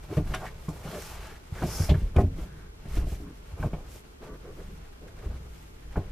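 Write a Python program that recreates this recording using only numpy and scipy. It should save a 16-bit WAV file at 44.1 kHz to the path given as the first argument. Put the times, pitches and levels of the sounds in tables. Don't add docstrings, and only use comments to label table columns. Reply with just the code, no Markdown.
import sys
import numpy as np
from scipy import signal
from scipy.fft import rfft, irfft
from scipy.io import wavfile

SR = 44100
rng = np.random.default_rng(int(sys.argv[2]) if len(sys.argv) > 2 else 0)


def materialize(psi):
    bounded = np.clip(np.atleast_2d(psi).T, -1, 1)
    quanta = np.round(bounded * 32767).astype(np.int16)
    wavfile.write(sys.argv[1], SR, quanta)


N = 269451
TIME = np.arange(N) / SR
FREQS = np.maximum(np.arange(N // 2 + 1) * SR / N, 1)

# pitch in Hz, width in Hz, boost in dB.
BENCH_NOTES = [(383.3, 13, -4.5), (426, 53, -2), (614, 17, 6.5), (713, 180, 5), (747, 21, -4), (847, 35, 5),
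               (1090, 520, 11.5), (1466, 85, 5), (2010, 25, -14), (2284, 47, 6.5), (3120, 86, 4.5)]
# frequency in Hz, relative level in dB.
KNOCK_TONE = [(60, 21.5), (150, 7), (240, 1.5), (300, 5), (400, 4), (510, -6.5), (720, -7), (1200, -19.5),
              (2500, -7), (6000, -45), (15000, -26)]


def from_db(db):
    return 10 ** (np.asarray(db) / 20)


def unit_power(x):
    return x / np.sqrt(np.mean(x ** 2) + 1e-20)


def gain_at(points, hz):
    known_hz, db = np.transpose(points)
    return from_db(np.interp(np.log(hz), np.log(known_hz), db))


def colour(points):
    lowest_hz, highest_hz = points[0][0], points[-1][0]
    return gain_at(points, FREQS) / (1 + (FREQS / highest_hz) ** 8) / (1 + (lowest_hz / FREQS) ** 4)


def drift(rate_hz):
    step = 40
    values = rng.standard_normal(N // step + 2002)
    r = np.exp(-2 * np.pi * step * rate_hz / SR)
    smooth = signal.lfilter([1], [1, -2 * r, r * r], values)[2000:]
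    return np.interp(np.arange(N) / step, np.arange(len(smooth)), unit_power(smooth))


def noise(tone, grain=1, width=None):
    # frequency in Hz, stereo width (side minus mid) in dB.
    aisle_width = [(100, -79), (200, -102), (350, -24), (700, -24), (1400, -14), (2800, -7.5), (5500, -4.5),
                   (11000, 2)]
    mid, side = rfft(rng.standard_normal((2, N)) * grain) * tone
    mid = irfft(mid, N)
    side = irfft(side * gain_at(width or aisle_width, FREQS), N)
    return (mid + side * np.array([[1], [-1]])) / mid.std()


def lowpass(x, hz, order=2):
    return signal.sosfilt(signal.butter(order, min(hz, SR / 2 - 1), fs=SR, output="sos"), x)


def resonate(x, hz, width_hz):
    r = np.exp(-np.pi * width_hz / SR)
    feedback = [1, -2 * r * np.cos(2 * np.pi * hz / SR), r * r]
    return signal.lfilter(np.array([1, 0, -1]) * (1 - r * r) / 2, feedback, x + 1e-18)


def glide(x, start_hz, end_hz, width_hz, size=64):
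    r = np.exp(-np.pi * width_hz / SR)
    state, out = np.zeros((2, 2)), []
    starts = range(0, x.shape[-1], size)
    for i, hz in zip(starts, np.geomspace(start_hz, end_hz, len(starts))):
        feedback = [1, -2 * r * np.cos(2 * np.pi * hz / SR), r * r]
        block, state = signal.lfilter([1, 0, -1], feedback, x[:, i:i + size], zi=state)
        out.append(block)
    return np.hstack(out)


def fade(t, t60):
    return np.exp(-np.log(1000) * t / t60)


def add(out, start, sound):
    i = int(start * SR)
    out[..., i:i + sound.shape[-1]] += sound[..., :N - i]


def aftermath(hits, t60):
    power, t = np.zeros(N), TIME[:SR]
    for start, db in hits:
        add(power, start, (from_db(db) * fade(t, t60) * (1 - np.exp(-t / 0.0029))) ** 2)
    return power


def bench_tone():
    return from_db(sum(db / (1 + (2 * (FREQS - hz) / width) ** 2) for hz, width, db in BENCH_NOTES))


def walls(count=14, latest_s=0.022, echo=0.14):
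    echoes = np.zeros(N)
    echoes[(rng.uniform(0.001, latest_s, count) * SR).astype(int)] = echo * rng.choice([-1, 1], count)
    echoes[0] = 1
    return np.abs(rfft(echoes)) ** np.clip(FREQS / 1000, 0, 1)


def blows():
    # start in seconds, seconds from edge to flat,
    # then base values for thud level in dB, thud pitch in Hz, knock level in dB, brightness in Hz.
    drops = [(.169, 0.0049, -20.5, 138, -31.5, 656), (1.619, 0.016, -26.5, 120.5, -32.5, 800),
             (1.888, 0.023, -13, 76, -30.5, 714), (2.162, 0.02, -16.5, 86, -25, 1040),
             (3.627, 0.011, -24.5, 96.5, -38, 1000), (5.957, 0.013, -27, 85, -36.5, 1000)]
    # delay in edge-to-flat times,
    # thud change in dB, pitch multiplier, knock change in dB, brightness multiplier.
    landing = [(0, -1, 0.733, -4.5, 1.7), (0.999, 1, 1.24, 2, 0.85), (2.799, -5, 1.21, -10.5, 0.5)]
    # start in seconds, relative thud level in dB,
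    # thud pitch in Hz, relative knock level in dB, knock brightness in Hz.
    bumps = [(.103, -31, 290, -40.5, 740), (.465, -41, 152, -64, 500), (.683, -25.5, 164, -44, 1350),
             (.85, -32, 174, -65, 900), (.885, -33, 188, -67, 600), (1.52, -26, 102.5, -72, 520),
             (1.797, -15.5, 98.4, -38.5, 550), (1.899, -18, 310, -31, 500), (1.908, -19.5, 165, -36, 400),
             (2.018, -20.5, 46.2, -44, 390), (2.16, -17.5, 62, -31, 500), (2.204, -24, 195, -33.5, 600),
             (2.236, -16, 90, -36.5, 500), (2.383, -36, 153, -42.5, 448), (2.416, -29, 46.7, -49.5, 610),
             (2.853, -40, 118, -47, 650), (2.969, -22, 38, -38, 694), (3.023, -50, 38.3, -40, 504),
             (3.068, -32, 38.8, -44, 640), (3.118, -24.5, 47, -43.5, 550), (3.199, -38, 120, -43.5, 440),
             (3.53, -29.5, 65, -57, 400), (3.599, -33, 53, -33.5, 250), (3.658, -27, 195, -37, 420),
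             (3.731, -25.5, 176, -43, 1310), (4.687, -39, 121, -54, 350), (4.728, -41, 151, -67, 350),
             (5.256, -24, 63, -47.5, 600), (5.291, -26, 59.7, -62, 400), (5.962, -25, 54, -48, 400),
             (5.967, -28.5, 167, -49, 600)]
    contacts = [(start + delay * lag, thud_db + thud_step, hz * pitch,
                 knock_db + knock_step, bright_hz * brightness)
                for start, lag, thud_db, hz, knock_db, bright_hz in drops
                for delay, thud_step, pitch, knock_step, brightness in landing]
    return contacts + list(bumps)


def background_noise(level_db=-53.5):
    # frequency in Hz, relative level in dB.
    background_tone = [(12, -57), (20, 0), (59, 9), (147, -14.5), (242, -7.5), (457, -7), (525, -17),
                       (1110, -26), (12400, -53.5), (15000, -74)]
    # frequency in Hz, stereo width (side minus mid) in dB.
    background_width = [(60, -40), (110, -12.5), (180, 2.5), (330, -2), (1000, 12.5), (12000, 21.5)]
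    return from_db(level_db) * noise(colour(background_tone), width=background_width)


def floor_rumble(shift_gain_db=1.0, shake_db=-12.5, shake_t60=0.52):
    # time in seconds, relative rumble level in dB.
    weight_shifts = [(0.0, -49.5), (.3, -33.5), (.5, -44.5), (.75, -48), (1.3, -44), (1.44, -52),
                     (1.7, -37.5), (2.05, -38.5), (2.45, -39), (2.78, -51.5), (2.99, -29), (3.25, -49.5),
                     (3.48, -48.5), (3.7, -42), (4.1, -55.5), (4.3, -47), (4.75, -42.5), (4.93, -53),
                     (5.32, -40), (5.7, -52), (6.11, -39)]
    # frequency in Hz, relative level in dB.
    rumble_tone = [(18, 10.5), (29, 1.5), (58, 3.5), (100, -8.5), (170, -7.5), (260, -24.5), (500, -20.5)]
    times, shift_db = np.transpose(weight_shifts)
    flexing = from_db(np.interp(TIME, times, shift_db) + shift_gain_db) ** 2
    shaking = aftermath([(start, db + shake_db) for start, db, *_ in blows()], shake_t60)
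    return np.sqrt(flexing + shaking) * noise(colour(rumble_tone))


def cloth_motion(fidget_db=(-67.5, -61, -67), flap_db=(-26.5, -34.5), peak_at=0.54, linger_t60=0.081):
    # start in seconds,
    # length in seconds, then relative levels in dB for swish, rustle and drag on the boards.
    strokes = [(0.0, 0.08, -61, -56.5, -52.5), (0.068, 0.16, -56.5, -51.5, -43.5),
               (0.219, 0.24, -55, -50.5, -43), (0.421, 0.071, -54, -46.5, -45),
               (0.446, 0.11, -66, -54.5, -50), (0.485, 0.64, -58.5, -58, -48.5),
               (0.822, 0.16, -54.5, -46.5, -40.5), (0.87, 0.31, -48.5, -48.5, -49),
               (1.012, 0.39, -57.5, -48, -50.5), (1.25, 0.3, -71, -70, -80), (1.502, 0.22, -54, -47, -41.5),
               (1.624, 0.29, -41, -43, -41.5), (1.862, 0.24, -61.5, -54.5, -58),
               (2.138, 0.077, -68, -53, -33.5), (2.194, 0.026, -56, -48, -60),
               (2.326, 0.16, -60.5, -56, -52), (2.854, 0.19, -55, -50, -56),
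               (2.937, 0.048, -55.5, -45.5, -49), (3.037, 0.14, -53, -57, -68), (3.14, 0.13, -64, -76, -65),
               (3.444, 0.11, -66, -55.5, -51.5), (3.554, 0.14, -59, -54, -41), (3.666, 0.22, -68, -62, -48),
               (3.85, 0.17, -54.5, -66, -49.5), (4.205, 0.098, -65, -53.5, -45.5),
               (4.405, 0.39, -67, -62.5, -72), (4.978, 0.54, -71, -59.5, -51),
               (5.396, 0.36, -64.5, -63, -82), (5.83, 0.35, -77, -61.5, -53.5)]
    power = from_db(np.array(fidget_db)[:, None] + 0.8 * drift(9.6)) ** 2
    for start, length, *levels_db in strokes:
        progress = np.interp(np.linspace(0, 1, int(length * SR)), [0, peak_at, 1], [0, 0.5, 1])
        speed = np.abs(np.sin(np.pi * progress)) ** 0.9
        add(power, start, np.outer(from_db(levels_db), speed) ** 2)
    power *= from_db(0.77 * drift(34)) ** 2
    linger = fade(2 / SR, linger_t60)
    power = signal.lfilter([1 - linger], [1, -linger], power, zi=linger * power[:, :1])[0]
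    flaps = aftermath([(start, knock_db) for start, _, _, knock_db, _ in blows()], t60=0.11)
    power[:2] += np.outer(from_db(flap_db) ** 2, flaps)
    return np.sqrt(power)


def rubbing(swish, rustle, drag, fast_db=-47.0, drag_db=-2.5, rustle_db=-2.0, swish_db=-1.0):
    # frequency in Hz, relative level in dB.
    slow_tone = [(2000, 9.5), (4000, 1), (5300, 2), (7500, 0.5), (11000, -2.5), (13500, 2.5), (15500, -13)]
    fast_tone = [(2500, -45), (4300, -9.5), (5250, 2), (6300, -4.5), (8000, -11.5), (12000, -8),
                 (15000, -19)]
    drag_tone = [(110, 18.5), (175, -1), (260, -0.5), (420, 6), (700, -2.5), (1000, -9), (1600, -10)]
    rustle_tone = [(600, 4.5), (1050, -2), (1600, -2.5), (2600, -4), (4000, -8.5), (6000, -14.5),
                   (12000, -38)]
    catches = from_db(2.5 * drift(18.6))
    fibres = from_db(-0.4 * drift(170))
    scratches = from_db(0.1 * drift(400))
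    room = walls(echo=0.1)
    fast_share = (1 + np.tanh((20 * np.log10(swish) - fast_db) / 2.5)) / 2
    weave = np.sqrt(1 - fast_share) * noise(colour(slow_tone) * room, scratches)
    weave += np.sqrt(fast_share) * noise(colour(fast_tone) * room, scratches)
    wood = np.sqrt(bench_tone())
    dragging = noise(colour(drag_tone) * wood, catches)
    rustling = noise(colour(rustle_tone) * wood * walls(), np.sqrt(catches) * fibres)
    return (drag * from_db(drag_db) * dragging + rustle * from_db(rustle_db) * rustling
            + swish * from_db(swish_db) * weave)


def crackle(tone, per_second, spread_db, t60, samples):
    snaps = rng.random(N) < per_second / SR
    sizes = from_db(spread_db * np.minimum(rng.exponential(1, N), 3))
    bursts = signal.fftconvolve(snaps * sizes, fade(TIME[:samples], t60))[:N]
    return noise(colour(tone), bursts)


def threads(swish, gain_db=-9.5):
    # frequency in Hz, relative level in dB.
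    thread_tone = [(4000, -5), (5500, 2), (8000, -2.5), (11000, -2.5), (14500, -6)]
    flicks = crackle(thread_tone, per_second=450, spread_db=3, t60=0.003, samples=SR // 100)
    return swish * from_db(gain_db) * flicks


def crinkles(rustle, gain_db=-9):
    # frequency in Hz, relative level in dB.
    fold_tone = [(800, 0), (1700, 12), (3500, -2.5), (8000, -7), (14000, -13)]
    snaps = crackle(fold_tone, per_second=60, spread_db=4, t60=0.093, samples=SR // 40)
    return rustle * from_db(gain_db) * snaps


def foam_thuds(rise_cycles=0.75, fade_cycles=4.82, gain_db=8.5, boom_db=12.0):
    # pitch in Hz, fade time in seconds, relative level in dB.
    cabin_notes = [(29.6, 0.35, -1), (64.7, 0.13, -11), (86.8, 0.26, -5.5), (151.3, 0.16, -1.5),
                   (173.3, 0.13, -10.5), (215, 0.87, -21)]
    out, t = np.zeros(N), TIME[:SR // 3]
    for start, db, hz, _, _ in blows():
        cycles = hz * t
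        envelope = (1 - np.exp(-(cycles / rise_cycles) ** 2)) * fade(cycles, fade_cycles)
        add(out, start, from_db(db + gain_db) * np.sin(2 * np.pi * cycles) * envelope)
    boom = sum(from_db(db + boom_db) * resonate(out, hz, np.log(1000) / np.pi / t60)
               for hz, t60, db in cabin_notes)
    return out + boom


def bench_knocks(low_t60=0.16, high_t60=0.12, attack_s=0.00066, slap_db=-18, gain_db=-5.5):
    out, t = np.zeros((2, N)), TIME[:SR // 3]
    wood = noise(colour(KNOCK_TONE) * bench_tone() * walls())
    low = lowpass(wood, 650, order=1)
    high = wood - low
    hits = blows()
    for (start, _, _, db, bright_hz), i in zip(hits, rng.integers(0, N - len(t), len(hits))):
        part = np.s_[:, i:i + len(t)]
        ring = low[part] * fade(t, low_t60) + high[part] * fade(t, high_t60)
        ring = unit_power(ring * (1 - np.exp(-t / attack_s)))
        padded = lowpass(ring, bright_hz)
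        slap = from_db(slap_db) * (ring - padded)
        add(out, start, from_db(db + gain_db) * (padded + slap))
    return out


def bench_ring(gain_db=-8.5, scatter_db=0.5):
    out, t = np.zeros(N), TIME[:SR // 3]
    hz, _, note_db = np.transpose(BENCH_NOTES)
    t60 = 0.15 * np.sqrt(700 / hz[:, None])
    notes = np.sin(2 * np.pi * hz[:, None] * t) * fade(t, t60)
    for start, _, _, db, bright_hz in blows():
        size, direction = rng.standard_normal((2, len(hz)))
        padding = 1 / np.sqrt(1 + (hz / bright_hz) ** 4)
        strength = from_db(db + gain_db + note_db + scatter_db * size) * gain_at(KNOCK_TONE, hz)
        add(out, start, (np.sign(direction) * strength * padding) @ notes)
    return out


def cover_scuffs(judder_db=0.8, hollow_db=-11):
    # start in seconds, length in seconds, level in dB, first pitch in Hz,
    # last pitch in Hz, width of the note in Hz, rasp compared with the note in dB.
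    shoves = [(0.105, 0.033, -31.5, 302, 390, 50, -25), (0.404, 0.07, -41, 557, 990, 423, -8.5),
              (0.429, 0.082, -48.5, 1280, 2170, 450, -20), (0.902, 0.12, -40.5, 415, 480, 90, -23),
              (0.92, 0.08, -39.5, 627, 583, 30, -14), (1.082, 0.12, -56, 750, 1240, 400, -0.5),
              (1.178, 0.2, -54, 1430, 1700, 300, -16), (1.281, 0.069, -52.5, 420, 340, 130, -13),
              (1.548, 0.072, -47.5, 1440, 1720, 350, -16), (2.397, 0.35, -61, 1540, 1560, 250, -18),
              (2.98, 0.11, -53, 420, 390, 50, -9), (3.187, 0.17, -46, 288, 277, 55, -14.5),
              (3.203, 0.12, -53, 413, 403, 45, -24), (4.19, 0.12, -48.5, 365, 420, 320, -11.5),
              (4.26, 0.13, -46.5, 433, 400, 280, -9.5), (4.422, 0.13, -46, 506, 420, 240, -14),
              (4.552, 0.094, -46.5, 382, 500, 260, -12), (4.676, 0.064, -57, 440, 440, 130, -21),
              (5.004, 0.098, -50, 448, 448, 350, -20), (5.2, 0.091, -50, 420, 480, 403, -8)]
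    out = np.zeros((2, N))
    slips = noise(walls(), from_db(judder_db * drift(61)))
    hollow = from_db(hollow_db) * unit_power(lowpass(resonate(slips, hz=165, width_hz=70), 330))
    rasp = unit_power(lowpass(resonate(slips, hz=950, width_hz=900), 1650, order=4))
    for start, length, db, start_hz, end_hz, width_hz, rasp_db in shoves:
        swell = signal.windows.tukey(int(length * SR), 0.68)
        part = np.s_[:, int(start * SR):int(start * SR) + len(swell)]
        note = glide(slips[part], start_hz, end_hz, width_hz)
        note = unit_power(lowpass(note, 0.82 * max(start_hz, end_hz)))
        add(out, start, from_db(db) * (note + hollow[part] + from_db(rasp_db) * rasp[part]) * swell)
    return out


def clacks(attack_s=0.0018, gain_db=4.5):
    # start in seconds, relative level in dB, pitch in Hz,
    # band width divided by pitch, fade time in seconds.
    contacts = [(.168, -42.5, 1390, 1.8, 0.088), (0.337, -34, 1800, 1.05, 0.12),
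                (.344, -43, 4800, 1.4, 0.052), (.463, -43, 1930, 0.26, 0.081),
                (.679, -38, 1075, 0.082, 0.052), (0.687, -51, 4940, 1.7, 0.096),
                (0.873, -41, 1200, 0.9, 0.06), (1.622, -38, 1340, 0.81, 0.07),
                (1.892, -35.5, 2540, 0.94, 0.12), (1.941, -41, 1670, 0.6, 0.083),
                (2.163, -35, 2030, 0.65, 0.04), (2.162, -44, 7000, 1.1, 0.022),
                (2.213, -52, 8000, 1.2, .04), (2.852, -49, 590, 0.45, 0.03), (2.952, -49, 7000, 1.6, .07),
                (2.972, -48, 3000, 1.4, 0.05), (3.067, -53, 645, 0.33, 0.035),
                (3.626, -36, 1530, 0.18, 0.039), (3.628, -35, 880, 0.49, 0.066),
                (3.732, -55.5, 2280, 0.74, 0.13), (5.957, -39, 1470, 0.26, 0.068),
                (5.966, -37, 400, 0.42, 0.15)]
    out, t = np.zeros((2, N)), TIME[:SR // 4]
    wood = noise(bench_tone() * walls())
    for (start, db, hz, breadth, t60), i in zip(contacts, rng.integers(0, N - len(t), len(contacts))):
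        band = resonate(wood[:, i:i + len(t)], hz, breadth * hz)
        ring = unit_power(resonate(band, hz, breadth * hz))
        add(out, start, from_db(db + gain_db) * ring * fade(t, t60) * (1 - np.exp(-t / attack_s)))
    return out


def struck(hits, notes, attack_s=0.0013, scatter_db=0.7, skew_per_hz=0.00011):
    out, t = np.zeros((2, N)), TIME[:SR // 3]
    hz, note_db, t60 = np.transpose(notes)[:, :, None]
    for start, db in hits:
        size, skew = rng.standard_normal((2, len(notes), 1))
        envelope = from_db(db + note_db + scatter_db * size) * fade(t, t60) * (1 - np.exp(-t / attack_s))
        phase, offset = 2 * np.pi * hz * t, skew * skew_per_hz * hz
        add(out, start, np.array([(envelope * np.sin(phase + ear * offset)).sum(0) for ear in (-1, 1)]))
    return out


def panel_knocks():
    # start in seconds, level in dB.
    hits = [(.171, -29), (.1775, -26.5), (.684, -31.5)]
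    # pitch in Hz, relative level in dB, fade time in seconds.
    panel_notes = [(149, 7, 0.1), (205, -18, 0.056), (296, -4, 0.19), (465, -7.5, 0.083), (694, -33, .12),
                   (880, -18, .1), (1190, -15.5, 0.13)]
    return struck(hits, panel_notes)


def edge_raps():
    # start in seconds, level in dB.
    hits = [(.337, -28), (.3465, -28.5), (.357, -34.5), (.464, -45), (.875, -41)]
    # pitch in Hz, relative level in dB, fade time in seconds.
    edge_notes = [(383, -12, 0.16), (642, -9.5, 0.12), (738, -7.5, 0.077), (1100, -8, 0.1),
                  (1424, -8, 0.06), (1607, -16, 0.21), (2173, -16, 0.11), (2780, -16, 0.07),
                  (2987, -7, 0.066), (3639, -16, 0.082)]
    return struck(hits, edge_notes)


def small_tick():
    # start in seconds, level in dB.
    hits = [(.3465, -30)]
    # pitch in Hz, relative level in dB, fade time in seconds.
    tick_notes = [(5093, -18, 0.051), (5760, 0.5, 0.02), (7950, -22, .07), (8950, -6, 0.018),
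                  (10600, 3, 0.018)]
    return struck(hits, tick_notes)


def slat_hits():
    # start in seconds, level in dB.
    hits = [(1.627, -40), (1.891, -25), (1.942, -33.5)]
    # pitch in Hz, relative level in dB, fade time in seconds.
    slat_notes = [(341, -9, 0.12), (595, -5.5, 0.059), (603, -4.5, 0.087), (925, -13, 0.13)]
    return struck(hits, slat_notes)


def lid_slaps():
    # start in seconds, level in dB.
    hits = [(2.184, -21.5), (2.199, -29.5)]
    # pitch in Hz, relative level in dB, fade time in seconds.
    lid_notes = [(155, -13, 0.22), (210, -5, 0.24), (267, -10, 0.43), (387.7, -2, 0.15), (626, -14, .18),
                 (706, -3, 0.15), (815, -10, 0.13), (1055, -10, 0.075), (1260, -17, .09),
                 (1905, -19.5, .12)]
    return struck(hits, lid_notes)


def scene():
    background = background_noise()
    impacts = foam_thuds() + bench_knocks() + bench_ring() + clacks()
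    ringing = lid_slaps() + edge_raps() + small_tick() + panel_knocks() + slat_hits()
    swish, rustle, drag = cloth_motion()
    cloth = cover_scuffs() + rubbing(swish, rustle, drag) + threads(swish) + crinkles(rustle)
    return background + impacts + ringing + cloth + floor_rumble()


def record(dry, cutoff_hz=15400):
    return signal.sosfilt(signal.ellip(10, 0.1, 90, cutoff_hz, fs=SR, output="sos"), dry)


dry = scene()
out = record(dry)
materialize(out)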